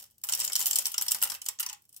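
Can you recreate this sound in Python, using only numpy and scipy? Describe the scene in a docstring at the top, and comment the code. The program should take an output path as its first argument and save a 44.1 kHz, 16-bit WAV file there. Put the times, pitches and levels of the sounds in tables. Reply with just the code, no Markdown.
"""Close by in a small room, fingers push roasted coffee beans around a hand grinder's steel hopper.
A few light ticks come first. From 0.24 s beans click on each other over a fine rustle and ring the
bowl; the wooden case thuds faintly and square hits ping. At 1.49 s one bean falls out onto paper
on the table, bounces and rocks to rest. The heap settles with a few last ticks."""
import sys
import numpy as np
from scipy import signal
from scipy.fft import rfft, irfft
from scipy.io import wavfile
from scipy.ndimage import uniform_filter1d

SR = 44100
rng = np.random.default_rng(int(sys.argv[2]) if len(sys.argv) > 2 else 0)


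def master(y):
    """Save y as 16-bit WAV."""
    cut = np.clip(np.atleast_2d(y).T, -1, 1)
    pcm = np.round(cut * 32767)  # scale
    wavfile.write(sys.argv[1], SR, pcm.astype(np.int16))


N = 88200

# bean knocks in the hopper: start_s, level_db, body_rel_db, treble_rel_db, shell_hz, decay_ms
KNOCKS = [(0.237, -30, -15, 2, 7200, 6.7), (0.247, -48, -5, 17, 7300, 1.7), (0.288, -27, -18, -2, 7100, 4),
          (0.2953, -26.5, -16, -1, 7100, 0.49), (0.322, -24.5, -20.5, -3, 8400, 3),
          (0.3239, -24.5, -28, -9, 8300, 4.5), (0.3346, -20.5, -24, -4.5, 5830, 1.2),
          (0.3493, -27.5, -22, 4, 5670, 3.3), (0.3816, -40.5, -8, 0, 7500, 4.5),
          (0.4006, -27.5, -38, 5.5, 7700, 3), (0.4094, -26, -18, -13, 5430, 1.8),
          (0.4174, -27.5, -17, -15, 7840, 1.2), (0.433, -33, -22, -7, 8300, 2.2),
          (0.448, -25, -39, 2, 7400, 2.8), (0.477, -25, -20, -11, 6900, 2.2),
          (0.4983, -36, -4, -10, 7700, 3.9), (0.5204, -30.5, -20, -2.5, 5250, 1),
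          (0.5312, -24, -39, -5, 8300, 2.2), (0.5542, -19.5, -24, -3, 5650, 2.2),
          (0.561, -20, -23.5, -3.5, 7300, 1.8), (0.586, -32, -28, -8, 5600, 7.8),
          (0.5924, -28.5, -11.5, 5.5, 7640, 13), (0.6041, -27.5, -13, -1, 7160, 4),
          (0.6124, -24, -19, -4, 7150, 5.5), (0.6244, -31, -38, 3.5, 7800, 3.6),
          (0.646, -40, -22, 4, 8400, 2), (0.6572, -21.5, -20, -0.5, 8400, 2.9),
          (0.6659, -22.5, -24, 4.5, 6900, 12), (0.68, -31, -19, -7, 7200, 2.2),
          (0.71, -22, -22, 1.5, 7570, 1.4), (0.731, -23.5, -27.5, -5.5, 7400, 1.4),
          (0.7568, -20, -44, 1.5, 8300, 4.2), (0.762, -24, -20, -3, 8460, 2),
          (0.786, -20, -22, 2, 7770, 1.2), (0.8552, -21.5, -23, -2.5, 5580, 5.1),
          (0.8664, -25, -19.5, 1.5, 8850, 6.2), (0.8811, -38, -15, 2, 7260, 2.6),
          (0.9418, -28, -18.5, -5.5, 7050, 2.9), (0.98, -19, -20, -5.5, 5700, 1.8),
          (1.0118, -29.5, -10.5, 5, 6800, 4.8), (1.0216, -25, -29, 3, 7760, 0.94),
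          (1.0636, -37, -8, 5, 4400, 2.3), (1.0823, -21, -25.5, -6, 5250, 1.6),
          (1.109, -26, -16.5, 3.5, 8200, 7.2), (1.1175, -19, -27, 1, 7570, 1.2),
          (1.1459, -28.5, -10, 5, 4830, 6), (1.216, -28.5, -11, -1, 7850, 11),
          (1.2255, -26, -17, 9.5, 8660, 2.1), (1.235, -21.5, -19.5, 3, 8800, 3),
          (1.2407, -30, -15, 6, 8600, 2.6), (1.2528, -32.5, -7.5, -2, 4060, 2.7),
          (1.2736, -36, -17, 0, 2630, 1), (1.299, -28.5, -15.5, 1, 9100, 9.2),
          (1.3184, -31, -7.5, -3, 3930, 1.2), (1.3483, -35.5, -15.5, -2.5, 2730, 4.9),
          (1.4167, -35, -19.5, 0, 9800, 2.4), (1.462, -29, -20.5, -3, 6900, 1.4)]
# bean click spectrum: freq_hz, gain_db
BEAN_SPECTRUM = [(150, -27.5), (330, -27), (620, -24.5), (830, -9.5), (1370, -12), (2400, -10.5),
                 (3050, -3), (3550, -6.5), (4500, -4.5), (5500, 1.5), (6300, -2), (7900, 0.5),
                 (10800, -1.5), (12500, 1.5), (15600, -0.5), (16500, -47)]
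# rustle contour of the shifting heap: time_s, level_db
HEAP_MOTION = [(0, -47.5), (.06, -68.5), (.15, -82.5), (.225, -84), (.25, -69), (.32, -44), (.44, -41),
               (.54, -56.5), (.61, -44.5), (.79, -42), (.85, -52.5), (1.02, -63), (1.14, -46), (1.21, -55),
               (1.35, -49), (1.39, -77.5), (1.87, -80), (2, -73)]
PAPER_LOW_HZ = 825  # loose paper radiates little below this


def undb(db):
    """Decibels to amplitude."""
    return 10 ** (np.asarray(db) / 20)


def unit(x):
    """Scale to unit mean energy per channel."""
    return x / np.sqrt(np.mean(np.sum(x ** 2, axis=-1)))


def contour(points, left=None):
    """Gain per sample from time_s, level_db points."""
    return undb(np.interp(np.arange(N) / SR, *np.array(points).T, left=left))


def colour(points, hz):
    """Gain at hz from freq_hz, gain_db points."""
    freq_hz, gain_db = np.array(points).T
    return undb(np.interp(np.log(hz + 1), np.log(freq_hz), gain_db))


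def shaped(x, points):
    """Filter by a spectrum; scale to unit RMS."""
    spectrum = rfft(x) * colour(points, np.fft.rfftfreq(N, 1 / SR))
    return unit(irfft(spectrum, N)) * np.sqrt(N)


def butter(x, hz, kind="high", order=4):
    """Butterworth filter, high-pass by default."""
    return signal.sosfilt(signal.butter(order, hz, kind, fs=SR, output="sos"), x)


def through(x, response):
    """Convolve each channel with its response."""
    return signal.fftconvolve(x, response, axes=-1)[:, :N]


def ring(modes, spread_rad=np.pi):
    """Decaying modes, each with a random phase per channel."""
    t = np.arange(N // 4) / SR
    phases = spread_rad * rng.uniform(-1.26, 1, (len(modes), 2, 1))
    return unit(sum(undb(db) * np.cos(2 * np.pi * hz * t + phase) * 1000 ** (-t / t60_s)
                    for (hz, db, t60_s), phase in zip(modes, phases)))


def room_tone():
    """Faint steady background noise."""
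    # background spectrum: freq_hz, gain_db
    spectrum = [(15, -32), (25, -7), (97, 13.5), (575, -7), (2000, -19), (2690, -22), (7710, -7),
                (14800, -26), (16000, -1.5)]
    noise = rng.standard_normal((3, N))
    return undb(-72.5) * shaped(noise[2] + 0.65 * noise[:2], spectrum)


def room(x, split_hz=2400, build_s=0.0019):
    """Diffuse reflections of a small room; the treble dies first."""
    t = np.arange(N // 3) / SR
    onset = 1 - np.exp(-(t / build_s) ** 2)
    response = np.zeros((2, len(t)))
    for kind, db, t60_s in (("low", -0.5, 0.22), ("high", -12, 0.18)):
        band = butter(rng.standard_normal((2, len(t))), split_hz, kind, order=2)
        response += undb(db) * band * unit(onset * 1000 ** (-t / t60_s))
    return through(x, response)


def wooden_case():
    """Each knock nudges the case; the shifting heap makes it rumble."""
    # case modes: pitch_hz, level_db, t60_s
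    modes = [(75.8, -14, 0.45), (109, 5, 0.066), (158, 4.5, 0.093), (218.7, -4.5, 0.13),
             (418.4, -3.5, 0.17), (565, 5, 0.11), (776, 8, 0.061)]
    pushes = np.zeros((2, N))
    for start_s, db, body_db, *_ in KNOCKS:
        push, twist = rng.standard_normal(2)
        direction = np.sign(push) + 0.2 * twist * np.array([1, -1])
        pushes[:, int(start_s * SR)] = 16 * undb(db + body_db) * direction
    noise = rng.standard_normal((3, N))
    rub = (noise[2] + 0.5 * noise[:2]) * contour(HEAP_MOTION)
    force = undb(-18) * pushes + undb(-21.5) * rub
    return butter(through(force, ring(modes)[:1]), hz=69, order=2)


def rustle(contacts_per_s=490, spread_db=2.5, decay_s=0.002):
    """Many tiny contacts as the heap shifts under the fingers."""
    sizes = undb(spread_db * np.minimum(rng.exponential(size=N), 4))
    contacts = sizes * (rng.random(N) < contacts_per_s / SR)
    envelope = signal.lfilter([1], [1, -np.exp(-1 / (decay_s * SR))], contacts)
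    grains = envelope * rng.standard_normal((2, N))
    return undb(5.5) * shaped(grains, BEAN_SPECTRUM) * contour(HEAP_MOTION)


def pings():
    """A squarely struck bean gives a short hollow ping."""
    # square hits: start_s, level_db
    hits = [(0.289, -38.5), (0.944, -38.5), (1.227, -31.5), (1.602, -36.5)]
    # ping modes: pitch_hz, level_db, t60_s
    modes = [(1420, -8, 0.035), (2878, 3, 0.021)]
    taps = np.zeros((2, N))
    for start_s, db in hits:
        taps[:, int(start_s * SR)] = 16 * undb(db)
    return butter(through(taps, ring(modes, spread_rad=1)), PAPER_LOW_HZ)


def click(db, body_db, treble_db, shell_hz, decay_ms, size):
    """One bean contact: a faint swell just before the crack, then chatter; coloured by the shell."""
    attack_s, chatter_s, lead_in_s = 0.00043, 0.0052, 0.00077
    body_hz, treble_hz, body_lag_s = 2500, 9000, 0.00199
    coherence, lag_spread_s, pan_spread_db = 0.53, 0.0002, 1.38
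    ripple_step_hz, peak_rel_width = 473, 0.065
    t, hz = np.arange(size) / SR, np.fft.rfftfreq(size, 1 / SR)
    noise = rng.standard_normal((3, size))
    lag, pan = rng.standard_normal(2)
    shared = np.array([noise[2], np.roll(noise[2], int(lag * lag_spread_s * SR))])
    stereo = np.sqrt(coherence) * shared + np.sqrt(1 - coherence) * noise[:2]
    crack = np.exp(-t * 1000 / decay_ms)
    chatter = undb(1.5) * np.exp(-t / chatter_s)
    lead_in = undb(-6.5) * np.exp(-t[::-1] / lead_in_s)
    envelope = (1 - np.exp(-t / attack_s)) * (crack + chatter) + lead_in
    burst = stereo * np.roll(envelope, size // 8)  # the lead-in wraps to the front
    ripple_db = 0.54 * np.interp(hz / ripple_step_hz, np.arange(size), rng.standard_normal(size))
    peak_db = 8.5 / (1 + ((hz / shell_hz - 1) / peak_rel_width) ** 2)
    spectrum = rfft(burst) * colour(BEAN_SPECTRUM, hz) * undb(ripple_db + peak_db)
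    spectrum *= np.exp(2j * np.pi * body_lag_s * body_hz * np.exp(-hz / body_hz))  # lows arrive later
    band = np.digitize(hz, [body_hz, treble_hz])
    energy = np.array([np.sum(abs(spectrum[:, band == k]) ** 2) / size for k in range(3)])
    gains = undb([db + body_db, db, db + treble_db]) * np.sqrt(0.006 * SR / energy)
    balance = undb(pan_spread_db * pan * np.array([[0.5], [-0.5]]))
    return balance * irfft(spectrum * uniform_filter1d(gains[band], size=31))


def clicks(rows, size=2048):
    """One click per row, its crack at start_s."""
    track = np.zeros((2, N + 2 * size))
    for start_s, *contact in rows:
        i = int(start_s * SR)
        track[:, i:i + size] += click(*contact, size)
    return track[:, size // 8:size // 8 + N]


def fallen_bean():
    """A stray bean thuds on the table, bounces, then rocks on the paper's lowest modes."""
    # bounces: start_s, level_db, body_rel_db, treble_rel_db, shell_hz, decay_ms
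    bounces = [(1.486, -26, -19.5, -1.5, 7630, 2.5), (1.588, -39.5, -16.5, -23, 6400, 2),
               (1.5969, -35, -13.5, 9, 7500, 7.3), (1.6036, -29, -22, 2, 8400, 8.2),
               (1.6277, -35, -12, -1, 2570, 5.2), (1.6318, -35, -12.5, -7.5, 2860, 4),
               (1.6626, -30, -15, -3.5, 5860, 2.6), (1.6881, -37, -16, -25, 5900, 7.2),
               (1.6961, -36, -12, -6, 2680, 4.9), (1.7287, -37.5, -16.5, -5, 7160, 3.9),
               (1.747, -52.5, -19, -22, 3150, 2)]
    # rocking contour: time_s, level_db
    rocking_levels = [(1.66, -75), (1.69, -71), (1.705, -60), (1.745, -70.5), (1.765, -88), (1.8, -110)]
    # paper modes: pitch_hz, level_db, t60_s
    paper_modes = [(828, 1.5, 0.12), (875, 0.5, 0.066), (1880, 26, 0.034), (2617, 1, 0.16), (3020, 6, 0.06)]
    # table top modes: pitch_hz, level_db, t60_s
    table_modes = [(67.6, 3, .25), (150, -9, 0.17), (275, 0, 0.19), (414, 13, 0.036), (550, 26, 0.016)]
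    bean = undb(-0.5) * butter(clicks(bounces), PAPER_LOW_HZ, order=6)
    rocking = rng.standard_normal((2, N)) * contour(rocking_levels, left=-np.inf)
    landings = np.zeros((2, N))
    for start_s, db, *_ in bounces[:4]:
        landings[:, int(start_s * SR)] = undb(db)
    paper = undb(-15) * through(bean, ring(paper_modes)) + through(rocking, ring(paper_modes[:2]))
    thud = undb(-8.5) * through(landings, ring(table_modes, spread_rad=np.pi / 2))
    return bean + paper + thud


def settling_ticks(body_db=-27, treble_db=4.5, shell_hz=8200, decay_ms=0.98):
    """Thin ticks of settling beans, too light to ring the bowl."""
    # ticks: start_s, level_db
    ticks = [(0.022, -54), (0.032, -62), (0.109, -66), (0.1812, -62), (.2148, -64), (0.269, -46.5),
             (0.9175, -40), (1.443, -55), (1.455, -49), (1.82, -66), (1.852, -67), (1.892, -60.5),
             (1.9274, -58.5), (1.944, -59), (1.9638, -48), (1.9722, -53.5)]
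    return clicks([(start_s, db, body_db, treble_db, shell_hz, decay_ms) for start_s, db in ticks])


def hopper():
    """Knocks and rustle ring the steel bowl; light ticks stay dry."""
    # steel bowl modes: pitch_hz, level_db, t60_s
    bowl_modes = [(2020, -7, .09), (2990, 0, .05), (3170, 0, .05), (5190, -7, .07), (5305, -4, .09),
                  (5735, -3, .09), (6990, -5, .13), (7545, -3, .12), (8070, -3, .1), (8525, -3, .09),
                  (9830, -8, .09), (11970, -7, .1), (12230, -5, .1), (12420, -6, .1), (14200, -8, .08)]
    beans = undb(-4) * clicks(KNOCKS) + rustle()
    ticks = settling_ticks()
    bowl = undb(-15.5) * through(beans, ring(bowl_modes, spread_rad=0.7))
    return beans + ticks + bowl


def scene():
    """Grinder and stray bean in the room."""
    near = hopper() + wooden_case() + fallen_bean() + pings()
    return near + room(near) + room_tone()


def record(dry):
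    """Steep low-pass at 16.3 kHz."""
    return signal.sosfilt(signal.ellip(8, 0.2, 80, 16300, fs=SR, output="sos"), dry)


dry = scene()
out = record(dry)
master(out)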